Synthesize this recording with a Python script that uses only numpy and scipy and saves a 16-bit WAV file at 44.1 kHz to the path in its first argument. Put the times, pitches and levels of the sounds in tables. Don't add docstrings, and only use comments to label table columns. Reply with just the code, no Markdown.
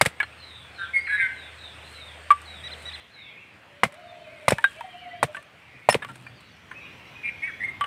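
import sys
import numpy as np
from scipy import signal
from scipy.fft import rfft, irfft, next_fast_len
from scipy.io import wavfile
from scipy.ndimage import uniform_filter1d, map_coordinates

SR = 44100
rng = np.random.default_rng(int(sys.argv[2]) if len(sys.argv) > 2 else 0)


def to_wav(s):
    ch = np.atleast_2d(s).T
    pcm = np.round(np.clip(ch, -1, 1) * 32767)
    wavfile.write(sys.argv[1], SR, pcm.astype(np.int16))


N = 346626

# pitch_hz, level_db
AIR_COLOUR = [(25, -46.5), (108, -4.5), (220, -16.5), (489, -11), (680, -10), (863, -12.5), (2480, -9),
              (3160, -14.5), (5730, -31.5), (6920, -34), (16000, -46.5)]
# time_s, level_db
AIR_LEVEL = [(3.6, -53.5), (4.3, -52), (6.6, -53.5), (6.9, -49)]
# pitch_hz, level_db
HISS_COLOUR = [(6300, -21.5), (7800, -5.5), (8700, 1), (9400, -15), (16000, -32)]
# pitch_hz, level_db
RUMBLE_COLOUR = [(30, -31.5), (70, 2), (150, 0), (280, -4.5), (450, -14.5), (900, -39)]
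# time_s, level_db
RUMBLE_LEVEL = [(4.1, -62), (5.2, -58), (5.6, -62), (6.1, -52.5), (6.55, -60), (6.8, -53.5), (7.8, -52)]
# start_s, length_s, start_hz, end_hz, level_db
DRONES = [(5.97, 0.39, 131.5, 120.7, -49.5)]
# pitch_hz, t60_s
SLOPE_ECHO = [(200, 0.27), (2000, 0.71), (5000, 0.27), (12000, 0.041)]
# loudest_s, length_s, level_db
STIRS = [(1.928, 0.34, -52.5), (2.828, 0.34, -55.5), (4.651, 0.62, -51.5), (5.365, 0.09, -49.5),
         (6.1, 0.49, -56)]
# start_s, level_db
SNAPS = [(2.314, -24), (2.417, -37.5), (3.923, -40.5), (3.942, -40), (5.426, -43), (6.156, -35),
         (6.4066, -42)]
# pitch_hz, level_db
FIBRE_COLOUR = [(300, -12), (1500, 4.5), (3500, -1.5), (5000, -9.5), (6500, -12.5), (8500, -2),
                (11000, -13.5), (15500, -24)]
# pitch_hz, level_db, t60_s
BLADE_MODES = [(5334, 4, 0.069), (9740, 1, 0.069)]
# start_s, level_db
BLADE_HITS = [(0.011, -42), (4.491, -27.5), (5.899, -14.5)]
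# start_s, level_db, main_hz, main_t60_s,
# upper_hz, upper_db (relative to the main mode), tick_db, contact_s
CLACKS = [(.0116, 0.5, 2126, 0.027, 4890, -13, -28, 0.0018),
          (0.2017, -2.5, 1677, 0.038, 2245, -2, -24, 0.0063),
          (0.229, -26.5, 1745, 0.069, 4200, -6, -24.5, 0.0028),
          (2.3046, 6.5, 1166, 0.065, 2280, -23, -20.5, 0.0065),
          (4.584, -26, 915, 0.074, 1760, 0.5, -25.5, 0.0013),
          (4.6414, -5, 1598, 0.078, 3770, -19.5, -12.5, 0.001),
          (4.8086, -24, 932, 0.05, 1600, -23, -31.5, 0.00063),
          (5.347, -17.5, 1556, 0.034, 2320, -20, -32, 0.0024),
          (5.368, -34, 1155, 0.1, 1770, 3.5, -34, 0.0021), (5.896, -17, 1844, 0.063, 2786, -3, -21, 0.0012),
          (6.022, -16, 1700, 0.041, 3670, -12, -31.5, 0.0081),
          (6.0483, -32.5, 1140, 0.063, 2070, -8, -29.5, 0.00064),
          (6.088, -33.5, 915, 0.084, 1370, 7, -39.5, 0.0091),
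          (6.266, -34.5, 1800, 0.05, 2385, 4.5, -40.5, 0.003),
          (6.713, -29.5, 1044, 0.044, 1780, 5, -38, 0.0071),
          (7.81, -14, 1156, 0.14, 3050, -16.5, -22, 0.0027),
          (7.84, -28, 2130, 0.018, 2960, 16.5, -26, 0.004)]
# ratio to the main mode, level_db (relative to it)
STICK_MODES = [(1.4, -29.5), (1.8, -28.5)]
# pitch_hz, level_db
TICK_COLOUR = [(150, -22.5), (600, 3.5), (1500, 16), (3200, 6.5), (4500, -18.5), (6500, -30.5), (8700, -8),
               (12000, -32)]
# start_s, knock_db, knock_hz, body_db, tear_db
BITES = [(.012, -0.5, 820, -13.5, -12), (0.059, -9, 1710, -18, -16), (3.8339, -3, 1030, -17.5, -28),
         (3.8352, 0.5, 2100, -13, -25.5), (4.4817, -2.5, 1045, -11.5, -16.5),
         (5.2288, -2, 1040, -14, -21.5), (5.8888, -1, 853, -10.5, -20), (5.8955, -9, 1740, -22, -24),
         (5.9443, -4, 2720, -18.5, -29)]
# start_s, thud_db, knock_db, knock_hz
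LANDINGS = [(0.0146, -20.5, -18.5, 520), (0.0591, -19, -17, 700), (3.852, -24, -24, 2000),
            (4.521, -14, -3.5, 556), (5.2378, -21, -17.5, 490), (5.951, -21.5, -7.5, 474)]
# start_s, tear_db
SPLITS = [(.051, -27.5), (4.5058, -18), (5.906, -26), (5.924, -20.5)]
# pitch_hz, level_db
BILLET_COLOUR = [(35, -9), (110, -5), (220, 1), (340, -12.5), (550, 8.5), (1000, 2), (1400, -4.5),
                 (2100, 3), (3000, -13), (4500, -25), (16000, -46)]
# pitch_hz, t60_s
BILLET_DECAY = [(130, 0.09), (600, 0.04), (2000, 0.043), (8000, 0.13)]
# start_s, length_s, level_db
WHISTLES = [(0.377, 0.29, -45.5), (0.744, .13, -43.5), (1.047, 0.2, -44), (1.325, .16, -48.5),
            (1.562, 0.15, -45), (1.907, 0.23, -46.5), (2.442, 0.17, -45), (2.781, 0.22, -48),
            (3.107, .2, -47)]
# start_s, swell_s, fade_s, start_hz, end_hz, level_db, trill_hz, trill_depth (0 to 1)
SONG_NOTES = [(.778, 0.034, 0.066, 1592, 1541, -32.5, 172, 0.61),
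              (.932, 0.038, 0.038, 2191, 2129, -21.5, 206.6, 0.23),
              (1.067, 0.0082, 0.01, 2500, 1480, -29.5, 328, 1),
              (1.073, 0.028, .04, 1637, 1645, -31.5, 177, 0.18),
              (1.105, 0.042, 0.027, 1695, 1680, -23, 190, 0.23),
              (1.07, 0.026, .1, 2270, 2195, -35.5, 204.3, .85),
              (1.165, 0.022, 0.055, 1830, 1800, -35.5, 199.4, 0.7),
              (1.195, .033, .05, 1634, 1480, -26, 179, 0.03),
              (1.16, 0.055, 0.075, 2055, 2120, -27, 197, 0.5),
              (1.19, .014, 0.055, 2292, 2266, -33, 230, 0.6),
              (7.23, 0.026, 0.041, 2390, 2395, -29.5, 234, 0.55),
              (7.275, 0.014, 0.025, 2380, 2370, -34.5, 212, 0.96),
              (7.42, 0.018, 0.063, 2160, 2350, -29.5, 331.5, 0.47),
              (7.467, 0.013, 0.035, 2100, 1500, -36, 326, 0.52),
              (7.596, 0.0293, 0.028, 1934, 2050, -33.5, 112.5, 0.61),
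              (7.63, 0.016, 0.027, 2128, 2166, -27.5, 113, 0.28),
              (7.672, 0.016, 0.021, 2154, 2080, -32, 109, 0.17)]
# pitch_hz, level_db
OVERTONE_COLOUR = [(3000, -23.5), (4700, -45), (7400, -53.5), (8500, -33.5), (9400, -37.5), (10600, -38),
                   (11500, -62)]
# start_s, length_s, start_hz, end_hz, level_db
THIN_NOTES = [(0.944, 0.11, 4580, 4800, -55), (1.832, 0.051, 3780, 4280, -51.5),
              (1.976, 0.028, 2290, 2163, -45), (4.038, 0.089, 3780, 3496, -59.5),
              (4.168, 0.16, 3120, 2990, -60.5), (4.652, 0.097, 3460, 2940, -57),
              (4.954, 0.062, 3140, 2780, -52.5), (5.006, 0.067, 2420, 2060, -51),
              (5.103, 0.04, 1920, 2063, -45), (7.151, 0.035, 2440, 2500, -41), (7.405, .3, 3260, 3550, -58)]
SWOOP_STARTS = [2.635, 2.852]
# time_s (after the start), pitch_hz, level_db
SWOOP = [(0, 3763, -37), (.018, 3917, -38), (.041, 3894, -35), (.053, 2590, -51), (.064, 2254, -46),
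         (0.076, 3550, -42.5), (.086, 4170, -40), (.099, 4000, -34.5), (.122, 1880, -54)]
# ratio to the main partial, level_db
SWOOP_PARTIALS = [(.5, -10.5), (1, -2), (1.5, -4)]
# pitch_hz, level_db
SWOOP_COLOUR = [(4200, 0.5), (5000, -7), (5900, -23), (6300, -40)]
# start_s, end_s, lowest_hz, highest_hz (of a chirp's middle), level_db
CHORUS = [(3.155, 3.42, 2056, 2730, -50.5), (4.238, 4.559, 2026, 2586, -52.5),
          (4.549, 5.201, 1686, 3310, -54), (4.02, 5.195, 3130, 4640, -69.5), (5.647, 5.88, 1910, 2565, -56),
          (6.248, 6.52, 3380, 4680, -63), (6.471, 7.65, 5130, 6220, -73), (6.733, 6.87, 2294, 2773, -47.5),
          (6.803, 7.25, 1870, 3990, -61)]
# start_s, hold_s, top_hz, sag_hz_per_s, level_db
HOWL_CALLS = [(3.662, 0.021, 582, 0, -62.5), (3.92, 0.31, 711.4, 130, -54.5),
              (3.969, 0.31, 653.6, 139, -56), (4.745, .33, 737, 131, -50)]

EARLY_END_S = 3
EARLY_SWELL_DB_PER_S = 3
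HUM_HZ, HUM_DB, HISS_DB = 77.5, -50, -61
EARLY_AIR_DB, EARLY_AIR_SWELL_DB_PER_S = -46, 1
STIR_FADE_DB, LITTER_REST_DB = 21.5, -73
STICK_DAMPING = 0.13
TICK_T60_S, TICK_PER_CONTACT = 0.02, 9.7
TICK_ECHO_DB, TICK_ECHO_T60_S = -31, 0.15
BITE_THUD_DB = -22.5
LANDING_BODY_DB, LANDING_TEAR_DB = -1.5, -14.5
SPLIT_BODY_DB = -5.5
THUD_LAG_S = 0.006
WHISTLE_START_HZ, WHISTLE_END_HZ = 4196, 3240
WHISTLE_EDGE_DB = 7
WHISTLE_DIRECT_DB, WHISTLE_SPREAD_S = -11, 0.04
ROCK_ECHO_S, ROCK_ECHO_DB = 0.06, -15.5
TRILL_SWING, TRILL_UNEVEN = 0.085, 0.091
TRILL_LAG = 0.85
RASP = 0.025
NOTE_ROUNDING, NOTE_FLUTTER_DB = 0.8, 3.5
CHORUS_RATE = 70
CHIRP_S, CHORUS_SPREAD_S, CHORUS_DIRECT_DB = 0.035, 0.024, -8
HOWL_RISE_S, HOWL_FALL_S = 0.0669, 0.22
HOWL_REST_HZ, HOWL_EDGE_DB = 562, 7
HOWL_FLUTTER_DB = 3.5
HOWL_SPREAD_S, HOWL_DIRECT_DB = 0.11, 1.5
TOP_HZ = 15600


def amp(db):
    return 10 ** (np.asarray(db) / 20)


def unit(x):
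    return x / np.sqrt(np.mean(x ** 2) + 1e-20)


def along(points, hz):
    f, v = np.transpose(points)
    return np.interp(np.log(hz + 1), np.log(f + 1), v)


def curves(rows, t):
    s, *cols = np.transpose(rows)
    return [np.interp(t, s, c) for c in cols]


def wobble(rate, size):
    knots = rng.standard_normal(int(size * rate / SR) + 4)
    return map_coordinates(knots, [np.arange(size) * rate / SR])


def filtered(x, response):
    m = next_fast_len(len(x) + 8192)
    return irfft(rfft(x, m) * response(np.fft.rfftfreq(m, 1 / SR)), m)[:len(x)]


def coloured(x, spectrum):
    return unit(filtered(x, lambda hz: amp(along(spectrum, hz))))


def dying(x, decay):
    hz, t, z = signal.stft(x, SR, nperseg=128)
    fade = amp(-60 * t / along(decay, hz)[:, None])
    return signal.istft(z * fade, SR, nperseg=128)[1][:len(x)]


def grains(rate, spread_db, size):
    sizes = amp(spread_db * np.minimum(rng.exponential(size=size), 4))
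    return (rng.random(size) < rate / SR) * sizes * rng.choice([-1, 1], size)


def ring(hz, t60, t):
    return np.sin(2 * np.pi * hz * t) * amp(-60 * t / t60)


def turn(hz):
    return 2 * np.pi * np.cumsum(hz) / SR


def add(out, s, x):
    i = max(round(s * SR), 0)
    out[i:i + len(x)] += x[:max(N - i, 0)]


def whistle(s, length, start_hz, end_hz, db):
    return [(s, start_hz, db - WHISTLE_EDGE_DB),
            (s + length / 2, (start_hz + end_hz) / 2, db),
            (s + length, end_hz, db - WHISTLE_EDGE_DB)]


def tone(rows, waver):
    t = np.arange(rows[0][0], rows[-1][0], 1 / SR)
    soft_ends = np.clip(np.minimum(t - t[0], t[-1] - t) / 0.005, 0, 1)
    hz, db = curves(rows, t)
    hz = uniform_filter1d(hz, size=300) * (1 + waver * wobble(70.07, len(t)))
    return np.sqrt(2) * amp(db) * soft_ends * np.sin(turn(hz))


def glides(notes, waver):
    out = np.zeros(N)
    for rows in notes:
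        add(out, rows[0][0], tone(rows, waver))
    return out


def scattered(notes, waver, spread, direct_db):
    out, t = np.zeros(N), np.arange(SR // 4) / SR
    for rows in notes:
        paths = rng.standard_normal(len(t)) * np.exp(-t / spread)
        paths /= np.linalg.norm(paths)
        paths[0] += amp(direct_db)
        add(out, rows[0][0], signal.fftconvolve(tone(rows, waver), paths))
    return out


def hillside(x, wet_db):
    t = np.arange(SR // 2) / SR
    tail = dying(rng.standard_normal(len(t)), SLOPE_ECHO) * np.minimum(t / 0.015, 1)
    echo = signal.fftconvolve(x, tail / np.linalg.norm(tail))[:N]
    return (x + amp(wet_db) * echo) / np.hypot(1, amp(wet_db))


def patchy_noise(spectrum):
    z = signal.stft(rng.standard_normal(N), nperseg=512)[2]
    patches = uniform_filter1d(rng.standard_normal(z.shape), 4, 0)
    patches = unit(uniform_filter1d(patches, 14, 1))
    noise = signal.istft(z * amp(2.08 * patches), nperseg=512)[1][:N]
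    return coloured(noise, spectrum)


def hum(swell):
    hz = HUM_HZ * (1 + 0.02 * wobble(70, N))
    return np.sqrt(2) * amp(HUM_DB) * swell * np.sin(turn(hz))


def drone():
    return glides([whistle(*note) for note in DRONES], waver=0.02)


def open_air():
    t = np.arange(N) / SR
    early = t < EARLY_END_S
    early_air_db = EARLY_AIR_DB + EARLY_AIR_SWELL_DB_PER_S * (t - EARLY_END_S)
    air_db = np.where(early, early_air_db, curves(AIR_LEVEL, t)[0])
    swell = early * amp(EARLY_SWELL_DB_PER_S * (t - EARLY_END_S))
    rush = amp(air_db) * patchy_noise(AIR_COLOUR)
    hiss = amp(HISS_DB) * swell * patchy_noise(HISS_COLOUR)
    rumble = amp(curves(RUMBLE_LEVEL, t)[0]) * patchy_noise(RUMBLE_COLOUR)
    return rush + hiss + rumble + hum(swell) + drone()


def needles():
    now = np.arange(N) / SR
    stirring = amp(LITTER_REST_DB)
    for s, length, db in STIRS:
        stirring = stirring + amp(db - STIR_FADE_DB * np.abs(now - s) / (length / 2))
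    out = stirring * amp(wobble(28, N)) * coloured(grains(900, 2.5, N), FIBRE_COLOUR)
    t = np.arange(SR // 40) / SR
    for s, db in SNAPS:
        snap = coloured(rng.standard_normal(len(t)), FIBRE_COLOUR)
        add(out, s, 0.45 * amp(db - 60 * t / 0.037) * snap)
    return out


def blade():
    out, t = np.zeros(N), np.arange(SR // 4) / SR
    for s, db in BLADE_HITS:
        modes = sum(amp(level) * ring(hz, t60, t) for hz, level, t60 in BLADE_MODES)
        add(out, s, amp(db) * modes * (1 - np.exp(-t / 0.013)))
    return out


def sticks():
    out, t = np.zeros(N), np.arange(SR // 5) / SR
    for s, db, hz, t60, upper_hz, upper_db, tick_db, contact in CLACKS:
        partials = [(hz, 0), (upper_hz, upper_db)]
        partials += [(hz * ratio, level) for ratio, level in STICK_MODES]
        modes = sum(amp(level) * ring(f, t60 * (hz / f) ** STICK_DAMPING, t) for f, level in partials)
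        fade = amp(-60 * t / (TICK_T60_S + TICK_PER_CONTACT * contact))
        fade += amp(TICK_ECHO_DB - 60 * t / TICK_ECHO_T60_S)
        tick = coloured(rng.standard_normal(len(t)), TICK_COLOUR) * fade
        add(out, s, amp(db) * modes * (1 - np.exp(-t / contact)) + amp(tick_db) * tick)
    return out


def knock(db, hz, t):
    return 1.65 * amp(db) * ring(hz, 7 / hz, t) * (1 - np.exp(-t * hz / 0.39))


def body(db, t):
    modes = dying(coloured(rng.standard_normal(len(t)), BILLET_COLOUR), BILLET_DECAY)
    return amp(db) * modes * (1 - np.exp(-t / 0.000083))


def tear(db, force, t):
    run = np.exp(-(t / (0.0048 + 0.0035 * force)) ** 2)
    last_fibres = 0.25 * np.exp(-t / 0.014)
    fractures = coloured(grains(9000, 2.7, len(t)), FIBRE_COLOUR)
    return amp(db) * fractures * (run + last_fibres) * (1 - np.exp(-t / 0.0018))


def ground_thud(t):
    return 3.45 * ring(138.0, 0.028, t) * (1 - np.exp(-(t / 0.0037) ** 2))


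def chops():
    out, t = np.zeros(N), np.arange(SR // 5) / SR
    thud = ground_thud(t)
    for s, knock_db, hz, body_db, tear_db in BITES:
        blow = knock(knock_db, hz, t) + body(body_db, t) + tear(tear_db, amp(knock_db), t)
        add(out, s, blow + amp(body_db + BITE_THUD_DB) * thud)
    for s, thud_db, knock_db, hz in LANDINGS:
        add(out, s + THUD_LAG_S, amp(thud_db) * thud)
        wood = body(thud_db + LANDING_BODY_DB, t) + tear(thud_db + LANDING_TEAR_DB, 0, t)
        add(out, s, knock(knock_db, hz, t) + wood)
    for s, db in SPLITS:
        add(out, s, tear(db, 0, t) + body(db + SPLIT_BODY_DB, t))
    return out


def falling_whistles():
    notes = [whistle(s, length, WHISTLE_START_HZ, WHISTLE_END_HZ, db) for s, length, db in WHISTLES]
    return scattered(notes, 0.024, WHISTLE_SPREAD_S, WHISTLE_DIRECT_DB)


def songbird():
    out = np.zeros(N)
    for s, swell, fade, start_hz, end_hz, db, trill_hz, depth in SONG_NOTES:
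        t = np.arange(0, swell + fade, 1 / SR)
        shape = np.interp(t, [0, swell, swell + fade], [0, 1, 0]) ** NOTE_ROUNDING
        flutter_db = NOTE_FLUTTER_DB * np.sqrt(abs(depth)) * wobble(122, len(t))
        level = shape * amp(db + flutter_db)
        trill = turn(trill_hz * (1 + TRILL_UNEVEN * wobble(66, len(t))))
        bend = depth * (RASP * wobble(349, len(t)) - TRILL_SWING * np.sin(trill - TRILL_LAG))
        hz = np.linspace(start_hz, end_hz, len(t)) * (1 + bend)
        phase = turn(hz)
        overtones = sum(amp(along(OVERTONE_COLOUR, k * hz)) * np.sin(k * phase) for k in range(2, 7))
        add(out, s, 2 * level * (1 + depth * np.sin(trill)) * (np.sin(phase) + overtones))
    add(out, ROCK_ECHO_S, amp(ROCK_ECHO_DB) * out)
    return hillside(out, wet_db=-18.0)


def thin_notes():
    return scattered([whistle(*note) for note in THIN_NOTES], 0.008, CHORUS_SPREAD_S, 0)


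def swooping_bird():
    swoops = []
    for start in SWOOP_STARTS:
        for ratio, partial_db in SWOOP_PARTIALS:
            swoops.append([(start + s, ratio * hz, db + partial_db + along(SWOOP_COLOUR, ratio * hz))
                           for s, hz, db in SWOOP])
    return hillside(glides(swoops, waver=0.0043), wet_db=-18.0)


def faint_chorus():
    chirps = []
    for start, end, low_hz, high_hz, db in CHORUS:
        for s in np.arange(start, end, 1 / CHORUS_RATE):
            hz = rng.uniform(low_hz, high_hz)
            fall = rng.uniform(-0.05, 0.1)
            chirp_start = s - rng.random() / CHORUS_RATE
            chirp_db = db + rng.normal(0, 1.5)
            chirps.append(whistle(chirp_start, CHIRP_S, hz * (1 + fall), hz * (1 - fall), chirp_db))
    return scattered(chirps, 0.015, CHORUS_SPREAD_S, CHORUS_DIRECT_DB)


def howl(s, hold, top_hz, sag, db):
    top = s + HOWL_RISE_S
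    return [(s, HOWL_REST_HZ, db - HOWL_EDGE_DB),
            (top, top_hz, db),
            (top + hold, top_hz - sag * hold, db),
            (top + hold + HOWL_FALL_S, HOWL_REST_HZ, db - HOWL_EDGE_DB)]


def howls():
    calls = scattered([howl(*call) for call in HOWL_CALLS], 0.017, HOWL_SPREAD_S, HOWL_DIRECT_DB)
    return calls * amp(HOWL_FLUTTER_DB * wobble(45, N))


def scene():
    wood = hillside(blade() + sticks() + chops(), wet_db=-37.5)
    far_birds = hillside(falling_whistles() + thin_notes() + faint_chorus(), wet_db=-11.0)
    near_birds = songbird() + swooping_bird()
    return (open_air() + needles() + wood + far_birds + near_birds + howls())[None]


def record(dry):
    x = dry[0] / (1 + np.abs(dry[0]) ** 6) ** (1 / 6)
    x = signal.sosfilt(signal.butter(3, 55, "high", fs=SR, output="sos"), x)
    return filtered(x, lambda hz: 1 / np.sqrt(1 + (hz / TOP_HZ) ** 160))[None]


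dry = scene()
out = record(dry)
to_wav(out)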